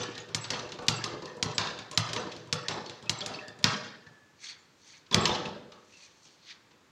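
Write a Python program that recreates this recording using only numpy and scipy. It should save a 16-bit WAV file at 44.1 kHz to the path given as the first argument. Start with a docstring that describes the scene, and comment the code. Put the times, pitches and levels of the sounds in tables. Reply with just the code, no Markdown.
"""A thud of fist and board opens a run of blows on a speed bag in a bare hall with a tiled floor.
Leather slaps are shaped noise with sharp pulses; the round board knocks, booms and shudders in struck modes.
The steel swivel chinks, ticks and grinds in ringing links, and the board buzzes in random grains.
Later the boxer's nylon jacket swishes in bands of noise. Decaying noise echoes make the hall ring on."""
import sys
import numpy as np
from scipy import signal
from scipy.fft import rfft, irfft, next_fast_len
from scipy.io import wavfile

SR = 44100
rng = np.random.default_rng(int(sys.argv[2]) if len(sys.argv) > 2 else 0)


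def materialize(psi):
    """Save the field psi as 16-bit PCM at rate SR to the path in sys.argv[1].

    A 1-D psi becomes a single channel; in a 2-D psi each row is a channel.
    """
    bounded = np.clip(np.atleast_2d(psi).T, -1, 1)
    quanta = np.round(bounded * 32767).astype(np.int16)
    wavfile.write(sys.argv[1], SR, quanta)


N = 304720
LEAD = 4096  # samples of room before time zero, for sounds that start early
SPOTS = 3  # separate hall feeds, dealt to the blows in turn


def from_db(db):
    """Gain of a level in dB."""
    return 10 ** (np.asarray(db) / 20)


def rms_one(x):
    """Scale to rms 1."""
    return x / np.sqrt(np.mean(x ** 2) + 1e-20)


def at_hz(points, hz, index=1):
    """Read a table column on a log-frequency axis."""
    rows = np.array(points)
    return np.interp(np.log(np.maximum(hz, 1)), np.log(rows[:, 0]), rows[:, index])


def coloured(x, points):
    """Shape a signal by a spectrum in dB."""
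    size = next_fast_len(len(x) + 4 * LEAD)
    gain = from_db(at_hz(points, np.fft.rfftfreq(size, 1 / SR)))
    return irfft(rfft(x, size) * gain, size)[:len(x)]


def ring(force, hz, t60):
    """A damped mode: a unit click sets a sine of about height 1 ringing."""
    r, w = from_db(-60 / (t60 * SR)), 2 * np.pi * hz / SR
    return signal.lfilter([0, np.sin(w)], [1, -2 * r * np.cos(w), r * r], force + 1e-18)


def resonance(x, hz, width_hz):
    """A resonant band with a gain of about 1 at its centre."""
    r = np.exp(-np.pi * width_hz / SR)
    feedback = [1, -2 * r * np.cos(2 * np.pi * hz / SR), r * r]
    return signal.lfilter(np.array([1, 0, -1]) * (1 - r * r) / 2, feedback, x)


def band(x, hz, width_hz):
    """A resonance passed twice, for steep skirts."""
    hz = np.clip(hz, 100, 15000)
    return resonance(resonance(x, hz, width_hz), hz, width_hz)


def lumpy(size, spread_db, count):
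    """Random gain with a new target every count samples, joined by straight lines in dB."""
    targets = rng.standard_normal(size // count + 2)
    return from_db(spread_db * np.interp(np.arange(size) / count, np.arange(size // count + 2), targets))


def add(out, s, x):
    """Mix x in at second s."""
    part = out[round(s * SR) + LEAD:][:len(x)]
    part += x[:len(part)]


def struck(modes, force, chance_db):
    """One force drives a set of modes, each with its own extra level in dB."""
    return sum(from_db(db + c) * ring(force, hz, t60) for (hz, db, t60), c in zip(modes, chance_db))


def shaking(delay_s, t60, extra_db):
    """Every blow starts a shake as strong as its slap, which then dies away."""
    shake = np.zeros(N + LEAD)
    for (s, slap_db, *rest), extra in zip(BLOWS, extra_db):
        add(shake, s + delay_s, from_db([slap_db + extra]))
    return signal.lfilter([1], [1, -from_db(-60 / (t60 * SR))], shake + 1e-18)


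CRACK_AT_S, CRACK_S = .0013, .000042  # first pulse: its delay and width
CRACK_GAP_S, CRACK_LOSS_DB, CRACK_SLOWS = .0011, 3.5, 1.3  # each later fold: spacing, loss, times longer


def cracks(t, chance):
    """Folding leather snaps as N-shaped pulses, unevenly spaced and sinking in pitch; the first has rms 1."""
    k = np.arange(len(chance))
    at = CRACK_AT_S + CRACK_GAP_S * (k + .25 * chance * (k > 0))
    x = (t[:, None] - at) / (CRACK_S * CRACK_SLOWS ** k)
    level_db = -CRACK_LOSS_DB * k + 2 * np.roll(chance, 1) * (k > 0)
    pulses = -x * np.exp(-x ** 2 / 2) * from_db(level_db) * (-1) ** (k // 2)
    first = resonance(pulses[:, 0], 4500, 9000)
    return resonance(pulses.sum(axis=1), 4500, 9000) / np.std(first)


# opening crack of the hard slaps: kind, level_db against the slap layers before their trim
CRACK_LEVELS = {"punch": 0, "slam": -2, "rebound": -3}
SOFT_CRACK_DB = -14  # for every other kind


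def leather_slap(t, noise, chance, blow, slap_hz, soft_db):
    """The slap darkens as the patch of contact grows; weak blows land softly and last longer."""
    s, slap_db, knock_db, bright_db, snap_db, boom_db, kind = blow
    crackle, patter, edge = noise
    soft = from_db(soft_db - 0.23 * (slap_db - 1.5))
    rise = 1 - np.exp(-np.maximum(t - CRACK_AT_S, 0) / (0.00048 * soft))
    bright = band(crackle * rise * np.exp(-t / (0.00088 * soft ** 0.9)), 0.95 * slap_hz, 3600.0)
    dull_fade = t / 0.0048 * np.exp(-t / 0.0036) + 0.082 * np.exp(-t / 0.2)
    dull = band(patter * rise * dull_fade, 0.5 * slap_hz, 4300.0)
    snap_fade = np.exp(-t / 0.0015) + .04 * np.exp(-t / .016)
    treble = signal.butter(2, [6500, 13000], "band", fs=SR, output="sos")
    snap = signal.sosfilt(treble, edge * rise * snap_fade)
    layers = rms_one(bright) + from_db(-bright_db) * rms_one(dull) + from_db(snap_db) * rms_one(snap)
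    return 0.78 * layers + from_db(CRACK_LEVELS.get(kind, SOFT_CRACK_DB)) * cracks(t, chance)


# modes of the board that knock: pitch_hz, level_db, t60_s
KNOCK_MODES = [(230, -6, .04), (365, -4, .05), (420, -4, .04), (490, -2, .045), (600, -5, .045),
               (745, -6, .025), (890, -4, .028), (990, -3, .03), (1100, -2, .04), (1280, -4, .03),
               (1450, -4, .03), (1760, -9, .05), (2630, -12, .04)]


def board_knock(force, knock_hz, knock_db, chance):
    """A rough force plays the board; the spot struck favours some modes."""
    favoured_db = -3.5 * np.abs(np.log2(np.array(KNOCK_MODES)[:, 0] / knock_hz))
    knock = struck(KNOCK_MODES, force, favoured_db + 2 * chance)
    return from_db(knock_db) * knock / np.abs(knock).max()


BOOM_TILT_DB, BOOM_TILT_FROM_DB = .35, -24  # per dB of knock and mode number; knock level where it begins
BOOM_CHANCE_DB, BOOM_WAVER_DB = 1.5, 2.5
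BOOM_SWELL_S, BOOM_HELD_S, BOOM_LEFT = .003, .04, .5  # slow bend; the bracket damps 1.5 toward 0.5
# close low modes of the board that beat: pitch_hz, level_db, t60_s
BOOM_MODES = [(114.03, -2, 0.84), (137.6, -6.5, 0.69), (156.8, 2, 0.24), (194.4, -1.5, 0.14),
              (223, -4.5, 0.12)]


def board_boom(t, knock_db, boom_db, chance):
    """The board bends slowly and its boom dies unevenly; the hardest knocks favour the upper modes."""
    count = len(BOOM_MODES)
    tilt_db = BOOM_TILT_DB * max(knock_db - BOOM_TILT_FROM_DB, 0) * np.arange(count)
    push = t / .0022 * np.exp(-t / 0.00013)
    boom = struck(BOOM_MODES, push, BOOM_CHANCE_DB * chance[:count] + tilt_db)
    swell = 1 - np.exp(-t / BOOM_SWELL_S)
    damping = BOOM_LEFT + np.exp(-t / BOOM_HELD_S)
    boom = boom * swell * lumpy(len(t), BOOM_WAVER_DB, count=900) * damping
    return -from_db(knock_db + boom_db) * boom / np.abs(boom).max()


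SCATTER_S, SCATTER_SHARE = .012, .75  # gear and beams smear this share of the slap's power sent to the walls
KNOCK_TO_HALL_DB, BOOM_TO_HALL = -4, .1  # the knock carries less far than the slap, the bass weakly
# kinds of contact: kind, then slap_hz, knock_hz (centres), hall_send_db, landing_softness_db
CONTACTS = {"punch": (4780, 510, 3.84, 9), "rebound": (4493, 807.5, 9, 5), "thud": (3091.5, 896, 5.5, 4),
            "tap": (4400, 780, 4.8, 4.6), "flick": (4299, 424.5, 6.5, -8), "tick": (3290.5, 590.5, 13, 1.5),
            "clack": (2400, 3100, 0.86, 17), "bump": (3905, 486, 8, 1), "slam": (4269, 998, 6, -4.5)}
# blows on the bag: start_s, slap_level_db, knock_peak_db, bright_over_dull_db,
# snap_over_bright_db, boom_over_knock_db, kind
BLOWS = [(-0.024, -25, -22.5, 11, -36, -7, "thud"), (0.0296, -35.5, -43.5, 3, -9, -12, "tap"),
         (0.1487, -44.5, -54, -2, -29, -8, "tap"), (0.176, -40.5, -37, -3.5, 0.5, -5, "flick"),
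         (0.285, -49.5, -44, 10.5, -1, 4, "tick"), (0.3447, -27, -29.5, 19, 7.5, 3, "punch"),
         (0.44, -37.5, -42.5, -1, -22, -20, "bump"), (0.502, -28.5, -31, 4, 0, -1.5, "rebound"),
         (0.53, -32.5, -25, 5.5, -30, -27, "clack"), (0.5901, -36, -46, 8, -37.5, -17, "thud"),
         (0.688, -44, -49, 11, -28.5, -8, "tap"), (0.7178, -40.5, -36, -4, -2, -8, "flick"),
         (0.7854, -43.5, -28.5, 11, -37, -16, "thud"), (0.82, -46.5, -27, 13.5, 1, -37, "clack"),
         (0.863, -48, -66, 20, 7, -2.5, "tick"), (0.8811, -19.5, -29, 12, 2, 6.5, "punch"),
         (0.978, -51.5, -59, 9, -5, -10, "tap"), (1.0384, -30, -28.5, 15, 2, -4, "rebound"),
         (1.069, -42, -37.5, 12, -30, -28, "clack"), (1.219, -43.5, -31, 5, -29, -21.5, "tap"),
         (1.2543, -40, -34, 8, -5, -6, "flick"), (1.365, -57, -40.5, 9.5, 11, -2.5, "tick"),
         (1.4248, -25.5, -28, 15, 2.5, 2.5, "punch"), (1.455, -42.5, -27.5, 7, -19, 2.5, "thud"),
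         (1.511, -41, -53, 5.5, -20, -10, "tap"), (1.5788, -23, -31, 17, -6, 1, "rebound"),
         (1.608, -35, -32, 2, -32, -7, "thud"), (1.668, -33.5, -42, 12, -30, -17, "thud"),
         (1.7867, -41.5, -35, -3, -2, -6, "flick"), (1.9099, -43.5, -39, 4, 12, -5, "tick"),
         (1.924, -45.5, -55, 4.5, -11, -7.5, "tap"), (1.9732, -20.5, -27, 8, 3.5, 5, "punch"),
         (2.074, -50, -62, 12, 6, -10, "tick"), (2.093, -51, -60, 12, 2, -10, "tick"),
         (2.0861, -37, -32.5, -1, -30, -2, "thud"), (2.1298, -33.5, -28.5, 3, 6, -10, "rebound"),
         (2.16, -29, -23.5, 10, -30, -11.5, "thud"), (2.264, -50, -58, 0, -29, -13, "tap"),
         (2.3144, -42, -63, -4, -29, -7.5, "tap"), (2.362, -43, -42, 7, -2, 3, "flick"),
         (2.374, -69, -69, 12, 3, -10, "tick"), (2.4699, -57, -48.5, 4, 5, 3, "tick"),
         (2.5249, -25.5, -27, 7.5, 3.5, 3.5, "punch"), (2.6814, -28.5, -32, 9.5, -2.5, -1, "rebound"),
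         (2.7053, -34, -22.5, 11, -25, -23, "clack"), (2.8573, -41.5, -53, 7.5, -20, -7.5, "tap"),
         (2.894, -38.5, -41, 3, -5.5, -5.5, "flick"), (3.023, -51, -44.5, 12.5, 4, 4, "tick"),
         (3.054, -55, -58, 7.5, 0, 0, "tick"), (3.0928, -26, -30.5, 12, 5.5, 4, "punch"),
         (3.204, -34, -33.5, 15.5, -20.5, -17, "bump"), (3.259, -34, -36.5, 17, 7.5, -2, "rebound"),
         (3.289, -58, -34.5, 12.5, -30, -17, "bump"), (3.335, -41.5, -49, 7, -30, -17, "bump"),
         (3.39, -62, -64, 8.5, -29, -8, "tap"), (3.479, -47.5, -41, 4.5, 7.5, -1.5, "flick"),
         (3.586, -54, -45.5, 6, 9, -2, "tick"), (3.625, -49.5, -67, 2, 7, -2, "tick"),
         (3.64, -16, -21, 8.5, -4.5, 3.5, "slam"), (3.843, -49, -45.5, 5, -1, -1, "flick"),
         (4.0634, -54.5, -47.5, 8, -28.5, 1.5, "thud"), (5.0605, -55, -61, 17, -28, -1, "thud"),
         (5.1098, -36.5, -31, 10, -13, -3.5, "tick"), (5.123, -38, -53, 0, 5, -1, "tick"),
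         (5.1421, -18.5, -19.5, 15.5, 4.5, 3.5, "slam"), (5.253, -22.5, -29.5, 1.5, -4, -8, "rebound"),
         (5.2902, -31.5, -17, 18, -30, -27, "clack"), (5.3464, -35.5, -37, -5, -30, -18, "bump"),
         (5.45, -45, -29.5, -9, -8, -25, "bump"), (5.7172, -47.5, -53, 13.5, -10, -10, "thud"),
         (5.732, -63, -61, 9, -4, -10, "tick"), (6.2506, -55, -52.5, 3, -5, -16, "flick"),
         (6.7075, -58.5, -54, 6.5, -31, -5.5, "thud"), (6.839, -73.5, -75, 12, -5, -10, "flick")]


def blows():
    """Each blow is a slap of leather, a knock and a slower boom of the board; gives direct sound and hall feeds."""
    near, *far = np.zeros((1 + SPOTS, N + LEAD))
    t = np.arange(SR // 2) / SR
    short = t[:2048]
    noise = rng.standard_normal((len(BLOWS), 4, 2048))
    chance = rng.standard_normal((len(BLOWS), 3, len(KNOCK_MODES)))
    contact = np.zeros(len(t))
    for k, blow in enumerate(BLOWS):
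        s, slap_db, knock_db, bright_db, snap_db, boom_db, kind = blow
        slap_hz, knock_hz, hall_db, soft_db = CONTACTS[kind]
        edge, grit = noise[k, 2:]
        slap = leather_slap(short, noise[k, :3], chance[k, 2, :6], blow, slap_hz, soft_db)
        # the bag flattens over a few ms, so the board is pushed by a rough, soft force
        contact[:2048] = grit * short / .004 * np.exp(-short / 0.0036)
        knock = board_knock(contact, knock_hz, knock_db, chance[k, 0])
        boom = board_boom(t, knock_db, boom_db, chance[k, 1])
        smeared = rms_one(band(edge * np.exp(-short / SCATTER_S), 0.65 * slap_hz, 5500.0))
        sent = np.sqrt(1 - SCATTER_SHARE) * slap + np.sqrt(SCATTER_SHARE) * smeared
        both = from_db(slap_db) * np.array([slap, sent])
        slap, sent = np.pad(both, ((0, 0), (0, len(t) - len(short))))
        add(near, s + 0.0011, slap + knock + boom)
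        to_hall = sent + from_db(KNOCK_TO_HALL_DB) * knock + BOOM_TO_HALL * boom
        add(far[k % SPOTS], s, from_db(hall_db) * to_hall)
    return near, far


HALL_DB, HALL_RISE_S = -36.5, 0.0023
# far wall, a cluster of echoes: late_s, level_db over its neighbours, spread_s
WALL_CLUSTER = (0.076, 3.1, 0.0007)
# ring of the hall by band: pitch_hz, level_db, t60_s
HALL_BANDS = [(61.6, -1, 0.62), (166, 9, 0.75), (340, 3.5, 1), (534, 12, 0.81), (1100, 12.5, 0.56),
              (1480, 3.5, 0.78), (2130, -8.5, 0.71), (5100, -6, 0.62), (7600, -5.5, 0.44),
              (12100, -14.5, 0.16)]


def hall(x):
    """Dense noise echoes build up over some ms and die away band by band."""
    t = np.arange(int(1.2 * SR)) / SR
    edges = 40 * 2 ** np.arange(0, 9, .5)  # half-octave bands
    white = rng.standard_normal((2, len(t)))
    echoes = 0
    for k, (low, high) in enumerate(zip(edges, edges[1:])):
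        half_octave = signal.butter(2, [low, high], "band", fs=SR, output="sos")
        layer = lumpy(len(t), 3.28, count=300) * signal.sosfilt(half_octave, white[k % 2])
        hz = np.sqrt(low * high)
        fade_db = at_hz(HALL_BANDS, hz) - 60 * t / at_hz(HALL_BANDS, hz, index=2)
        echoes = echoes + layer * from_db(fade_db)
    echoes = echoes * lumpy(len(t), 1.0, count=200)  # walls and gear return uneven clusters
    late_s, wall_db, spread_s = WALL_CLUSTER
    wall = from_db(wall_db * np.exp(-((t - late_s) / spread_s) ** 2))
    echoes = echoes * np.minimum(t / HALL_RISE_S, 1) * wall
    return from_db(HALL_DB) * signal.fftconvolve(x, echoes)[:len(x)]


# modes of the swivel links, for ticks and grinding: pitch_hz, level_db, t60_s (ticks only)
LINK_MODES = [(1790, -2, 0.072), (2700, 4, 0.033), (3385, -5, 0.017), (4400, 1, .03), (4650, -9, .03),
              (6020, 5.5, .03), (7600, -1, .03)]


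def rattle():
    """After each blow the loose swivel ticks at random, fainter as the shaking dies."""
    shake = shaking(0, .45, np.zeros(len(BLOWS)))
    size = len(shake)
    hits = rng.random(size) < 120 / SR  # about 120 per second
    ticks = hits * from_db(3.6 * np.minimum(rng.exponential(1, size), 4))
    dealt = rng.integers(0, len(LINK_MODES), size)
    ticks = np.convolve(ticks, np.hanning(7) / 3, "same")
    dealt = dealt[np.arange(size) // 64]  # one link takes the ticks for 64 samples
    links = 0
    for k, (hz, db, t60) in enumerate(LINK_MODES):
        links = links + from_db(db) * ring(shake * ticks * (dealt == k), hz, t60)
    return from_db(-13.5) * links


JANGLE_DB, JANGLE_T60_S, JANGLE_WIDTH_HZ = -26, 0.4, 180  # width of each of two filter passes
JANGLE_CHANCE_DB, JANGLE_WAVER_DB = 4, 5


def jangle():
    """Shaken links grind on each other: wavering noise at each pitch, stirred differently by each blow."""
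    out = 0
    chance = rng.standard_normal((len(BLOWS), len(LINK_MODES)))
    white = rng.standard_normal(N + LEAD)
    for k, (hz, db, t60) in enumerate(LINK_MODES):
        shake = shaking(0.0029, JANGLE_T60_S, JANGLE_CHANCE_DB * chance[:, k])
        waver = lumpy(len(shake), JANGLE_WAVER_DB, count=500)
        out = out + from_db(db) * shake * waver * rms_one(band(white, hz, JANGLE_WIDTH_HZ))
    return from_db(JANGLE_DB) * out


BUZZ_PER_S, BUZZ_DB, BUZZ_T60_S = 1000, -37.5, 0.48  # grain rate; level set by the loudest slap
BUZZ_HZ, BUZZ_WIDTH_HZ = 2970, 7600  # width of each of two filter passes


def buzz():
    """The shaken board chatters on its mount: dense, uneven grains that die after each blow."""
    shake = shaking(0.0068, BUZZ_T60_S, np.zeros(len(BLOWS)))
    size = len(shake)
    shake = shake * lumpy(size, 2.3, count=400)
    hits = rng.random(size) < BUZZ_PER_S / SR
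    grains = hits * from_db(4 * np.minimum(rng.exponential(1, size), 5))
    grains = band(grains * rng.choice([-1, 1], size), BUZZ_HZ, BUZZ_WIDTH_HZ)
    loudest_db = np.max([row[1] for row in BLOWS])
    return shake * from_db(BUZZ_DB - loudest_db) * rms_one(grains)


RUB_SHARE, RUB_MAX_S = .12, .04  # the contact rattles for a share of the ring, up to a limit
PARTNERS_HZ, LINK_WAVER_DB = (60, -45), 3.5  # offsets of the neighbour modes; the ring wavers as it swings
# chinks of the swivel: start_s, peak_db, pitch_hz, t60_s
CHINKS = [(0.159, -33, 1780, 0.079), (0.407, -24, 7730, 0.1), (.443, -28, 4500, .03),
          (0.954, -20, 7600, 0.098), (1.006, -30, 1706, 0.2), (1.221, -38, 4400, 0.17),
          (1.271, -34, 1793, 0.13), (1.542, -28, 7660, 0.11), (1.944, -28, 7120, 0.067),
          (2.29, -34, 4400, 0.065), (2.63, -37, 7700, 0.018), (2.644, -29, 1790, 0.14),
          (.012, -22, 6020, 0.066), (.028, -30, 7900, 0.076), (0.199, -32, 6700, .05),
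          (0.594, -27, 6020, 0.043), (2.059, -41, 7640, .05), (2.195, -37, 7850, 0.09),
          (2.861, -31, 4400, 0.059), (2.898, -52, 3500, 0.065), (3.058, -35, 2600, 0.12),
          (3.185, -20, 7600, 0.034), (3.209, -23.5, 4400, 0.037), (3.212, -20, 3300, 0.054),
          (3.34, -25, 4450, 0.047), (3.341, -29, 2620, 0.039), (3.346, -34, 5150, 0.11),
          (3.387, -26.5, 2605, 0.054), (3.403, -33.5, 1758, 0.15), (3.429, -35, 1756, 0.18),
          (3.48, -40, 1740, 0.17), (3.482, -31, 4800, 0.03), (3.484, -40, 3550, 0.1),
          (3.74, -22, 3050, 0.033), (3.645, -39, 1750, 1), (4.064, -36, 1747, 0.061),
          (4.099, -51, 1720, 0.64), (4.58, -52, 7150, 0.17), (5.123, -18, 3420, 0.076),
          (5.206, -15, 7600, 0.067), (5.21, -34, 9300, 0.094), (5.23, -22, 7600, 0.11),
          (5.275, -16, 12300, 0.036), (5.297, -34, 6020, .04), (5.308, -27, 12400, 0.046),
          (5.455, -28.5, 3500, 0.047), (5.31, -17.5, 3570, 0.053), (5.455, -26, 2605, 0.045),
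          (5.72, -39.5, 1270, 0.025), (5.722, -42, 3500, 0.035), (5.92, -42, 2650, 0.19),
          (6.0, -46, 2475, .15), (6.05, -57, 2320, 0.14), (0.031, -36, 1758, 0.17), (2.2, -34, 6020, .03),
          (3.41, -45.5, 3500, 0.18), (6.711, -61, 2600, .15), (6.759, -71, 1740, .3)]


def swivel():
    """A link rings at its pitch with two close partners while the contact rattles."""
    out = np.zeros(N + LEAD)
    for (s, db, hz, t60), grit in zip(CHINKS, rng.standard_normal((len(CHINKS), SR))):
        t = np.arange(min(int(SR * (t60 + RUB_MAX_S)), SR)) / SR
        grit = grit[:len(t)]
        rub = t * np.exp(-2 * t / min(RUB_SHARE * t60, RUB_MAX_S))
        force = resonance(grit * np.abs(grit) * rub, hz, 550.0)
        link = ring(force, hz, t60)
        link = link + 0.6 * ring(force, hz + PARTNERS_HZ[0], t60)
        link = link + 0.5 * ring(force, hz + PARTNERS_HZ[1], t60)
        link = link * lumpy(len(t), LINK_WAVER_DB, count=700)
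        add(out, s, from_db(db) * link / np.abs(link).max())
    return out


SHUDDER_FOCUS_DB_PER_OCT, SHUDDER_TO_HALL_DB = 9, -5.5
# shudders of the board on its bracket: start_s, level_db, favoured_hz, swell_s, t60_s
SHUDDERS = [(.54, -34.5, 1070, .015, 0.22), (.6, -45, 450, .03, 0.4), (1.07, -42, 990, .015, 0.35),
            (1.09, -39, 440, .04, 0.18), (1.604, -32.5, 1050, 0.011, .2), (1.615, -45.5, 400, .02, 0.33),
            (2.155, -35, 1120, 0.0092, 0.23), (2.189, -44, 412, .03, 0.32), (2.715, -37.5, 530, 0.017, .25),
            (2.719, -36.5, 1100, .02, 0.24), (3.22, -46.5, 508, .05, 0.22),
            (3.299, -52.5, 565, 0.023, 0.13), (3.35, -51.5, 1006, .03, 0.12),
            (5.165, -25.5, 238, 0.0079, 0.25), (5.185, -42, 1050, 0.012, 0.22), (5.21, -36, 460, .02, 0.32),
            (5.286, -27.5, 1050, 0.012, 0.13), (5.34, -43, 489, .03, 0.58), (5.56, -55, 580, .03, 0.71)]


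def shudder():
    """A rough, uneven force plays the board near a favoured pitch; the sound swells and dies."""
    out, t = np.zeros(N + LEAD), np.arange(SR // 2) / SR
    for (s, db, hz, swell_s, t60), grit in zip(SHUDDERS, rng.standard_normal((len(SHUDDERS), len(t)))):
        shape = (1 - np.exp(-t / swell_s)) ** 2 * from_db(-60 * t / t60)
        near_db = -SHUDDER_FOCUS_DB_PER_OCT * np.abs(np.log2(np.array(KNOCK_MODES)[:, 0] / hz))
        board = struck(KNOCK_MODES, grit * lumpy(len(t), 4.5, count=500), near_db)
        add(out, s, from_db(db) * rms_one(board) * shape / shape.max())
    return out


WEAVE_WANDER_DB, FOLD_DB = 3.2, 2  # the fold that rubs hardest lifts one band
DARKENS_DB_PER_OCT_S, TRAIL_DB, TRAIL_DB_PER_S = 41, -37, 73  # a swing dulls and leaves a faint rustle
# bands of the nylon weave: pitch_hz, width_hz (of each filter pass), level_db
WEAVE_BANDS = [(2180, 1150, -14), (3300, 820, -10.5), (4400, 350, -4), (6250, 1550, 1.5), (7600, 4300, 3)]
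# swings of the arms: fastest_s, held_s, rub_level_db, rise_db_per_s, fall_db_per_s,
# brightness_db_per_octave, flap_db (set against the weave), lifted_hz
SWINGS = [(4.439, 0.071, -37.5, 445, 327, -8.5, -4.5, 2180), (4.88, 0.087, -49.5, 160, 190, -8, -4, 2180),
          (5.926, 0.072, -60.5, 156, 87.5, -18, 0.5, 4400), (6.042, 0.013, -50, 100, 202, -2.5, -0.5, 4400),
          (6.262, 0.047, -54.5, 88, 89, -5, -5, 4400), (6.502, 0.0074, -42.5, 251, 403, -13, 4, 4400)]


def jacket():
    """Nylon rubs on nylon: grainy noise in the bands of the weave plus a broad flap, duller as a swing goes on."""
    out, t = np.zeros(N + LEAD), np.arange(SR) / SR - .5  # seconds from the fastest moment
    for s, held_s, rub_db, rise_db, fall_db, bright_db, flap_db, fold_hz in SWINGS:
        grains = rng.standard_normal((2, len(t))) * lumpy(len(t), 2.5, count=60)
        before, after = np.maximum(-t, 0), np.maximum(t - held_s, 0)
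        bright = bright_db - DARKENS_DB_PER_OCT_S * np.clip(t - held_s / 2, -.1, .1)
        weave = 0
        for hz, width_hz, db in WEAVE_BANDS:
            rub = rms_one(band(grains[0], hz, width_hz)) * lumpy(len(t), WEAVE_WANDER_DB, count=800)
            lift_db = FOLD_DB * (abs(hz / fold_hz - 1) < .15)
            weave = weave + from_db(db + bright * np.log2(hz / 4000) + lift_db) * rub
        flap = rms_one(band(band(grains[1], 3300, 3900.0), 3300, 5500.0))
        trail = from_db(TRAIL_DB - TRAIL_DB_PER_S * after)
        stroke = from_db(rub_db - rise_db * before) * (from_db(-fall_db * after) + trail)
        add(out, s - .5, stroke * (weave + from_db(flap_db) * flap))
    return out


def scene():
    """Bag, board, swivel and jacket, with the blows dealt over hall feeds that each have their own echoes."""
    near, far = blows()
    board = shudder()
    small = swivel() + rattle() + jangle() + buzz() + jacket()
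    first_feed = far[0] + 0.78 * small + from_db(SHUDDER_TO_HALL_DB) * board
    echoes = sum(hall(feed) for feed in [first_feed] + far[1:])
    return (near + small + board + echoes)[None, LEAD:]


AIR_DB, CUTOFF_HZ = -64, 17100  # air level; treble is gone above the cutoff
OVERLOAD = .95  # peaks round off toward this height
# colour of the steady air: pitch_hz, density_db (relative)
AIR_COLOUR = [(24, -31), (40, -29), (96, -8), (276, -8), (363, -9), (392, -11.5), (491, -10.5), (770, -17),
              (852, -12), (7170, -24), (9500, -38), (16000, -40.5)]
# response of the microphone after its low cut: pitch_hz, gain_db
MIC_RESPONSE = [(30, 40), (90, -2), (1500, -8.5), (4000, -8.5), (7000, -11.5), (9000, -26), (12000, -37.5),
                (16000, -41)]


def record(dry):
    """A small microphone cuts deep bass, dulls the upper treble and rounds peaks, over the hall's steady air."""
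    air = from_db(AIR_DB) * rms_one(coloured(rng.standard_normal(N), AIR_COLOUR))
    low_cut = signal.butter(6, 90, "high", fs=SR, output="sos")
    heard = coloured(signal.sosfilt(low_cut, dry[0]), MIC_RESPONSE) + air
    rounded = OVERLOAD * np.tanh(heard / OVERLOAD)
    treble_cut = signal.cheby2(12, 70, CUTOFF_HZ, fs=SR, output="sos")
    return signal.sosfilt(treble_cut, rounded)[None]


dry = scene()
out = record(dry)
materialize(out)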